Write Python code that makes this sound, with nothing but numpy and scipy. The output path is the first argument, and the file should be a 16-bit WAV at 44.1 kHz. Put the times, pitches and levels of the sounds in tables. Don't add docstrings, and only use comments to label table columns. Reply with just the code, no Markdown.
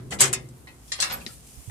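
import sys
import numpy as np
from scipy import signal
from scipy.fft import rfft, irfft
from scipy.io import wavfile
from scipy.ndimage import uniform_filter1d

SR = 44100
rng = np.random.default_rng(int(sys.argv[2]) if len(sys.argv) > 2 else 0)


def amp(db):
    return 10 ** (np.asarray(db, float) / 20)


def write(x):
    x = np.atleast_2d(x).T
    wavfile.write(sys.argv[1], SR, np.round(np.clip(x, -1, 1) * 32767).astype(np.int16))


N = 74970

# start in seconds, level in dB, chatter length in seconds,
# tilt in dB per octave, left-right difference in dB.
BOLT_HITS = [
    (.107, -39, 0.0092, -3.5, 1.5),
    (.2048, -19.5, 0.002, 0.5, .4),
    (.2066, -11, 0.0026, 1.5, 0.5),
    (.2125, -11.5, 0.013, 0.77, 2.7),
    (.226, -20, 0.04, -1.5, 1),
    (.252, -35, 0.04, 3, 4),
    (.3288, -22.5, 0.0031, 2, 3),
    (.3342, -24, 0.0043, 0.5, 1.5),
    (.487, -54, 0.0041, 3, 2),
]
# frequency in Hz, density in dB per Hz.
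BOLT_COLOUR = [(120, -22), (200, -14.5), (386, -8.5), (829, -9.5), (2090, -5.5), (4410, -9), (8070, -1.5),
               (13000, -20), (14000, -15.5)]
# frequency in Hz, 60 dB decay time in seconds.
BOLT_T60 = [(250, 0.78), (1000, 0.2), (3000, 0.17), (8000, 0.068), (13000, 0.068)]
# frequency in Hz, level in dB, 60 dB decay time in seconds.
BOLT_MODES = [(7910, -15, 0.16), (7970, 5, 0.071), (8200, -29, 0.16), (8650, 2, 0.082), (9000, 3, 0.031)]


def bolt():
    return steel(BOLT_HITS, BOLT_COLOUR, BOLT_T60, BOLT_MODES, ring_db=6)


# start in seconds, level in dB, length in seconds,
# tilt in dB per octave, left-right difference in dB.
SCRAPES = [
    (.114, -31, 0.023, -4, 2),
    (.186, -27.5, 0.027, -1.5, 1.5),
    (1.092, -37.5, 0.058, -4.5, 2),
    (.11, -40, 0.041, 0.5, -1),
]
# frequency in Hz, 60 dB decay time in seconds.
SCRAPE_T60 = [(300, 0.92), (2000, 0.031), (10000, 0.11)]


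def scrapes():
    return steel(SCRAPES, BOLT_COLOUR, SCRAPE_T60, count=400, swell=True)


# start in seconds, level in dB, chatter length in seconds,
# tilt in dB per octave, left-right difference in dB.
LOOSE_HITS = [(0, -48.5, 0.00064, -9, -1), (.6722, -51, 0.01, -4.5, 2.5), (.878, -57.5, 0.051, 10, 9),
              (.9188, -30.5, 0.0068, 1.5, 2.5), (.985, -39, 0.026, -5, -2.5), (1.0016, -27, 0.012, 8, 1),
              (1.0212, -30, 0.0026, 9, -5), (1.0245, -25.5, 0.0053, 0.3, -2),
              (1.0272, -26, 0.0058, -0.4, 3), (1.266, -47, 0.031, 2.5, 5.5), (1.096, -33.5, 0.043, -4, 1.6),
              (1.2, -53, 0.01, 1, 1), (1.697, -46.5, 0.0036, -9.5, 5)]
# frequency in Hz, density in dB per Hz.
LOOSE_COLOUR = [(350, -21), (600, -12), (1640, -1.5), (2850, -4), (4080, 1), (10500, -15), (13600, -97),
                (22000, -120)]
# frequency in Hz, 60 dB decay time in seconds.
LOOSE_T60 = [(500, 0.45), (2000, 0.27), (6000, 0.14), (12000, 0.206)]


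def loose_parts():
    return steel(LOOSE_HITS, LOOSE_COLOUR, LOOSE_T60)


# start in seconds, level in dB, chatter length in seconds,
# tilt in dB per octave, left-right difference in dB.
DRY_HITS = [
    (1.2641, -32, 0.0007, 1.5, 7),
    (1.0212, -29, .0008, 11, 10),
    (1.0016, -30, .0008, 5, 8),
]
# frequency in Hz, density in dB per Hz.
DRY_COLOUR = [(200, 2), (900, -21), (1800, -7.5), (5000, 1), (10000, -29)]
# frequency in Hz, 60 dB decay time in seconds.
DRY_T60 = [(200, 0.1), (2000, 0.057), (10000, 0.025)]


def dry_taps():
    return steel(DRY_HITS, DRY_COLOUR, DRY_T60, count=400)


# start in seconds, frequency in Hz, rise in seconds, 60 dB decay time in seconds.
PINGS = [(1.121, 11800, .03, .085), (1.002, 12200, .003, .3), (.9195, 1930, .002, .07),
         (1.022, 1630, .003, .2), (1.285, 1385, .012, .1), (.12, 710, .006, .11), (1.676, 105, .008, .07),
         (.2, 135, .03, .4), (.21, 390, .02, .4), (.3, 375, .015, .22), (1.572, 65, .01, .15),
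         (1.04, 330, .02, .3), (1.155, 7300, .005, .15), (1.264, 210, .002, .07), (.13, 200, .02, .25),
         (1.09, 975, .015, .3), (.6715, 2000, .001, .17), (.672, 4000, .001, .12), (.676, 2900, .005, .15),
         (.68, 2500, .006, .15), (.206, 9250, .002, .06), (.2122, 7150, .002, .07), (.214, 8050, .004, .13),
         (.19, 7000, .008, .05), (.3288, 9150, .004, .035), (.334, 7000, .001, .05),
         (.331, 2010, .004, .25), (.34, 5050, .006, .1), (1.0025, 8050, .006, .05),
         (1.002, 4200, .003, .08), (1.025, 4250, .002, .1), (1.025, 6200, .002, .06),
         (.985, 2000, .005, .06), (1.097, 1610, .01, .25), (1.1, 1250, .02, .2), (.92, 6900, .002, .1),
         (1.2645, 330, .001, .05), (1.2642, 2000, .001, .04), (1.266, 4900, .003, .12),
         (.205, 560, .008, .2), (1.02, 200, .008, .15), (1.095, 170, .01, .12), (.19, 215, .01, .2),
         (.11, 2050, .015, .3), (.92, 4200, .002, .12), (1.208, 2550, .006, .12)]
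PING_DB = [-13, -39, -31, -36, -44.5, -36, -38.5, -37.5, -38, -41, -49, -58.5, -51, -48, -41.5, -44.5, -47,
           -60, -58.5, -55, -15, -15.5, -21, -40.5, -13.5, -23.5, -42, -36, -23.5, -26, -34, -26, -40, -52,
           -49, -30, -51.5, -42, -46, -41, -52.5, -49.5, -43.5, -39.5, -41.5, -44]
PING_PAN_DB = [-4.5, -1, -3, .3, 12, 0.7, -16, -1.5, 1, 2, -17.5, 6, 12, 0, -0.7, -8, 1, -1, 5.5, 5.5, 1.5,
               1.5, -2, -1.5, -5, 5.5, 7.5, 9, 19.5, 9, 12, 9, -9, -4, -3, 4.5, 5, -7.5, 4, .3, -2, -2, .4,
               -1.5, 3, 0]


def pings():
    out, t = np.zeros((2, N)), np.arange(SR // 3) / SR
    for (s, hz, rise, t60), db, pan_db in zip(PINGS, PING_DB, PING_PAN_DB):
        u = rng.random((3, 7, 1, 1))
        spread = .06 if 600 < hz < 7000 else .022
        lag = min(hz / 2000, 1) * np.array([[2.8], [0]]) * u[0] ** (2000 / max(hz, 4000))
        phase = lag + min(hz / 300, 6) * u[2]
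        knot = .75 * np.sin(2 * np.pi * hz * (1 + spread * (2 * u[1] - 1)) * t + phase).sum(0)
        envelope = (1 - np.exp(-t / rise)) * decay(t, t60)
        add(out, panned(db, pan_db) * envelope * knot, s)
    return out


def steel(hits, colour, t60, named=(), ring_db=0., count=600, swell=False):
    place = (np.arange(count) + rng.random(count)) / count
    hz = colour[0][0] + (colour[-1][0] - colour[0][0]) * place ** 2
    life = logcurve(t60, hz) * amp(1.1 * rng.standard_normal(count))
    db = logcurve(colour, hz) + 5 * np.log10(hz / 1000) - 10 * np.log10(life)
    if len(named):
        named_hz, named_db, named_t60 = np.array(named).T
        hz = np.r_[hz, named_hz]
        db = np.r_[db, db.max() + ring_db + np.minimum(named_db, 0) / 2]
        life = np.r_[life, np.minimum(named_t60, .11)]
    rings = rings_of(2j * np.pi * hz - np.log(1000) / life)
    t, out = np.arange(rings.shape[1]) / SR, np.zeros((2, N))

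    z = rng.standard_normal((len(hits), 4, len(hz)))
    tilted = amp(db + np.array(hits)[:, 3:4] * np.log2(hz / 3000))
    gains = pair(hz, z[:, 0] + 1j * z[:, 1], z[:, 2] + 1j * z[:, 3]) * tilted
    gains = gains.reshape(-1, len(hz)).astype(np.complex64)
    crack = 1 + amp(3) * np.exp(-t / .001)
    struck = (gains @ rings).imag.reshape(2, len(hits), -1) * crack

    for (s, level_db, length, _, pan_db), ring in zip(hits, struck.swapaxes(0, 1)):
        x = signal.fftconvolve(ring, chatter(length, swell)[None], axes=1)
        x = x / np.sqrt(uniform_filter1d(x.mean(0) ** 2, 220).max())
        add(out, x * panned(level_db, pan_db), max(s, 0))
    return out


def chatter(length, swell):
    clicks_per_s, spread_db = 2000, 3
    u = rng.random((3, 4096))
    at = np.arange(4096) / SR / max(length, .001)
    if swell:
        envelope = np.sin(np.pi * np.minimum(at, 1))
    else:
        envelope = np.sqrt(np.maximum(1 - at, 0))
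    sizes = amp(-spread_db * np.log(u[2] + 1e-3))
    clicks = (u[0] < clicks_per_s / SR) * np.sign(u[1] - .5) * sizes * envelope
    clicks[0] = 0 if swell else 1.44
    return clicks


def rings_of(pole, size=128):
    step = np.arange(size) / SR
    fine, coarse = (np.exp(np.outer(pole, step * k)).astype(np.complex64) for k in (1, size))
    return (coarse[:, :, None] * fine[:, None, :]).reshape(len(pole), -1)


# time in seconds, level in dB.
BOOM_DB = [(0, -37), (.08, -45.5), (.22, -41), (.55, -48), (.62, -57), (1.7, -58.5)]
# frequency in Hz, density in dB per Hz.
RUMBLE = [(100, 7), (170, 1), (366, -0.5), (501, -7), (900, -39), (1170, -80), (1980, -120)]
# time in seconds, level in dB.
RUMBLE_DB = [(0.0, -46), (1.002, -62), (1.7, -60.5)]


def door(t):
    boom_hz, width_hz = 128.3, 34
    b, a = signal.iirpeak(boom_hz, boom_hz / width_hz, fs=SR)
    boom = signal.lfilter(b, a, signal.lfilter(b, a, white()))
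    boom = unit(boom) * amp(curve(BOOM_DB, t))
    return boom + coloured(RUMBLE, 4.5, 7.9, white) * amp(curve(RUMBLE_DB, t))


# frequency in Hz, density in dB per Hz.
HISS = [(2060, -6.5), (3500, -10), (4590, -8), (7900, -3.5), (9170, -2.5), (15300, -10)]
# time in seconds, level in dB.
HISS_DB = [(0, -63), (.5, -62.5), (.8, -61.5), (.9, -54.5), (1.2, -54), (1.33, -51.5), (1.42, -58),
           (1.5, -53), (1.7, -53)]


def water(t):
    return coloured(HISS, 3.2, 13.27, drops) * amp(curve(HISS_DB, t))


def drops():
    drops_per_s, spread_db = 7100, 1.5
    falls = rng.random(N) < drops_per_s / SR
    return white() * (0.19 + falls * amp(spread_db * rng.exponential(size=N)))


# frequency in Hz, density in dB per Hz.
HANDLING = [(12, -55), (20, -49), (54, 2.5), (92, -5), (200, -26), (260, -8.5), (440, -120)]
# time in seconds, level in dB.
HANDLING_DB = [(0, -47.5), (.42, -51.5), (.52, -56), (.78, -52.5), (.92, -55), (1.1, -51.5), (1.19, -50),
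               (1.28, -52), (1.5, -57), (1.58, -55), (1.7, -63)]


def handling(t):
    common = coloured(HANDLING, 2.1, 28.0, white)
    difference = coloured(HANDLING, 2.1, 28.0, white)
    both = common + .55 * np.array([[-1], [1]]) * difference
    return both * panned(curve(HANDLING_DB, t), -0.5)


# frequency in Hz, density in dB per Hz.
YARD = [(240, 2.5), (400, -13.5), (433, -4.5), (575, -9), (689, -5), (6000, -24), (7800, -52),
        (13200, -120)]


def yard():
    return coloured(YARD, 2.5, 9, white) * amp(-62.5)


def room(x):
    level_db, t60 = -19, 0.28
    t = np.arange(int(.8 * SR)) / SR
    bright = rng.standard_normal((2, len(t))) * (t > .004)
    soft = signal.lfilter([.25], [1, -.75], bright)
    tail = soft * decay(t, t60) + 0.31 * bright * decay(t, 0.16 * t60)
    tail = tail / np.sqrt((tail ** 2).sum(1).mean())
    return signal.fftconvolve(x, amp(level_db) * tail, axes=1)[:, :N]


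def coloured(table, flicker_db, rate, source):
    hz = np.maximum(np.arange(N // 2 + 1) * SR / N, 1.)
    low, high = table[0][0], table[-1][0]
    edge = 1 / (1 + (low / hz) ** 8) / (1 + (hz / high) ** 12)
    spec = pair(hz, rfft(source()), rfft(source())) * amp(logcurve(table, hz)) * edge
    place, out = 2 * np.log2(hz), 0
    for k in range(int(2 * np.log2(low)) - 1, int(2 * np.log2(high)) + 3):
        band = irfft(spec * np.clip(1 - abs(place - k), 0, 1), N)
        out = out + amp(flicker_db * walk(rate)) * band
    return out / np.sqrt(np.mean(out.mean(0) ** 2))


def pair(hz, a, b):
    alike_below_hz = 437
    share = 1 / (1 + (alike_below_hz / hz) ** 3)
    return np.array([a + share * b, a - share * b]) / np.sqrt(1 + share ** 2)


def walk(rate):
    k = int(SR / rate)
    held = np.repeat(rng.standard_normal(N // k + 1), k)
    return 0.47 * uniform_filter1d(uniform_filter1d(held, k), k)[:N]


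def white():
    return rng.standard_normal(N)


def decay(t, t60):
    return np.exp(-np.log(1000) * t / t60)


def panned(db, pan_db):
    return amp(db + np.array([[.5], [-.5]]) * pan_db)


def unit(x):
    return x / np.sqrt(np.mean(x ** 2))


def curve(table, at):
    return np.interp(at, np.array(table)[:, 0], np.array(table)[:, 1])


def logcurve(table, hz):
    return np.interp(np.log(hz), np.log(np.array(table)[:, 0]), np.array(table)[:, 1])


def add(out, x, s):
    i = int(s * SR)
    out[:, i:i + x.shape[1]] += x[:, :N - i]


def scene():
    t = np.arange(N) / SR
    hits = bolt() + loose_parts() + dry_taps() + pings() + scrapes()
    thin = signal.butter(5, 13500, fs=SR, output="sos")
    hits = signal.sosfilt(thin, hits)
    return hits + room(hits) + door(t) + water(t) + handling(t) + yard()


def bandpass(x, low_hz, high_hz):
    return signal.sosfiltfilt(signal.butter(6, [low_hz, high_hz], "bandpass", fs=SR, output="sos"), x)


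def power(x):
    return uniform_filter1d((x ** 2).mean(0), 1024) + 1e-14


def roll_off(x):
    return signal.sosfilt(signal.butter(12, 15450, fs=SR, output="sos"), x)


# low edge in Hz, high edge in Hz, level in dB relative to the whole sound below
STARVED = [(12600, 13900, -29), (13700, 15600, -31), (10200, 10850, -25), (10850, 11500, -26)]


def record(dry):
    x = np.clip(dry, -1, 1)
    x = signal.sosfiltfilt(signal.butter(10, 15800, fs=SR, output="sos"), x)
    whole = power(bandpass(x, 700, 15000))
    for low_hz, high_hz, under_db in STARVED:
        top = bandpass(x, low_hz, high_hz)
        x = x - top / (1 + (power(top) / whole / amp(2 * under_db)) ** 6)
    return roll_off(x)


dry = scene()
out = record(dry)
write(out)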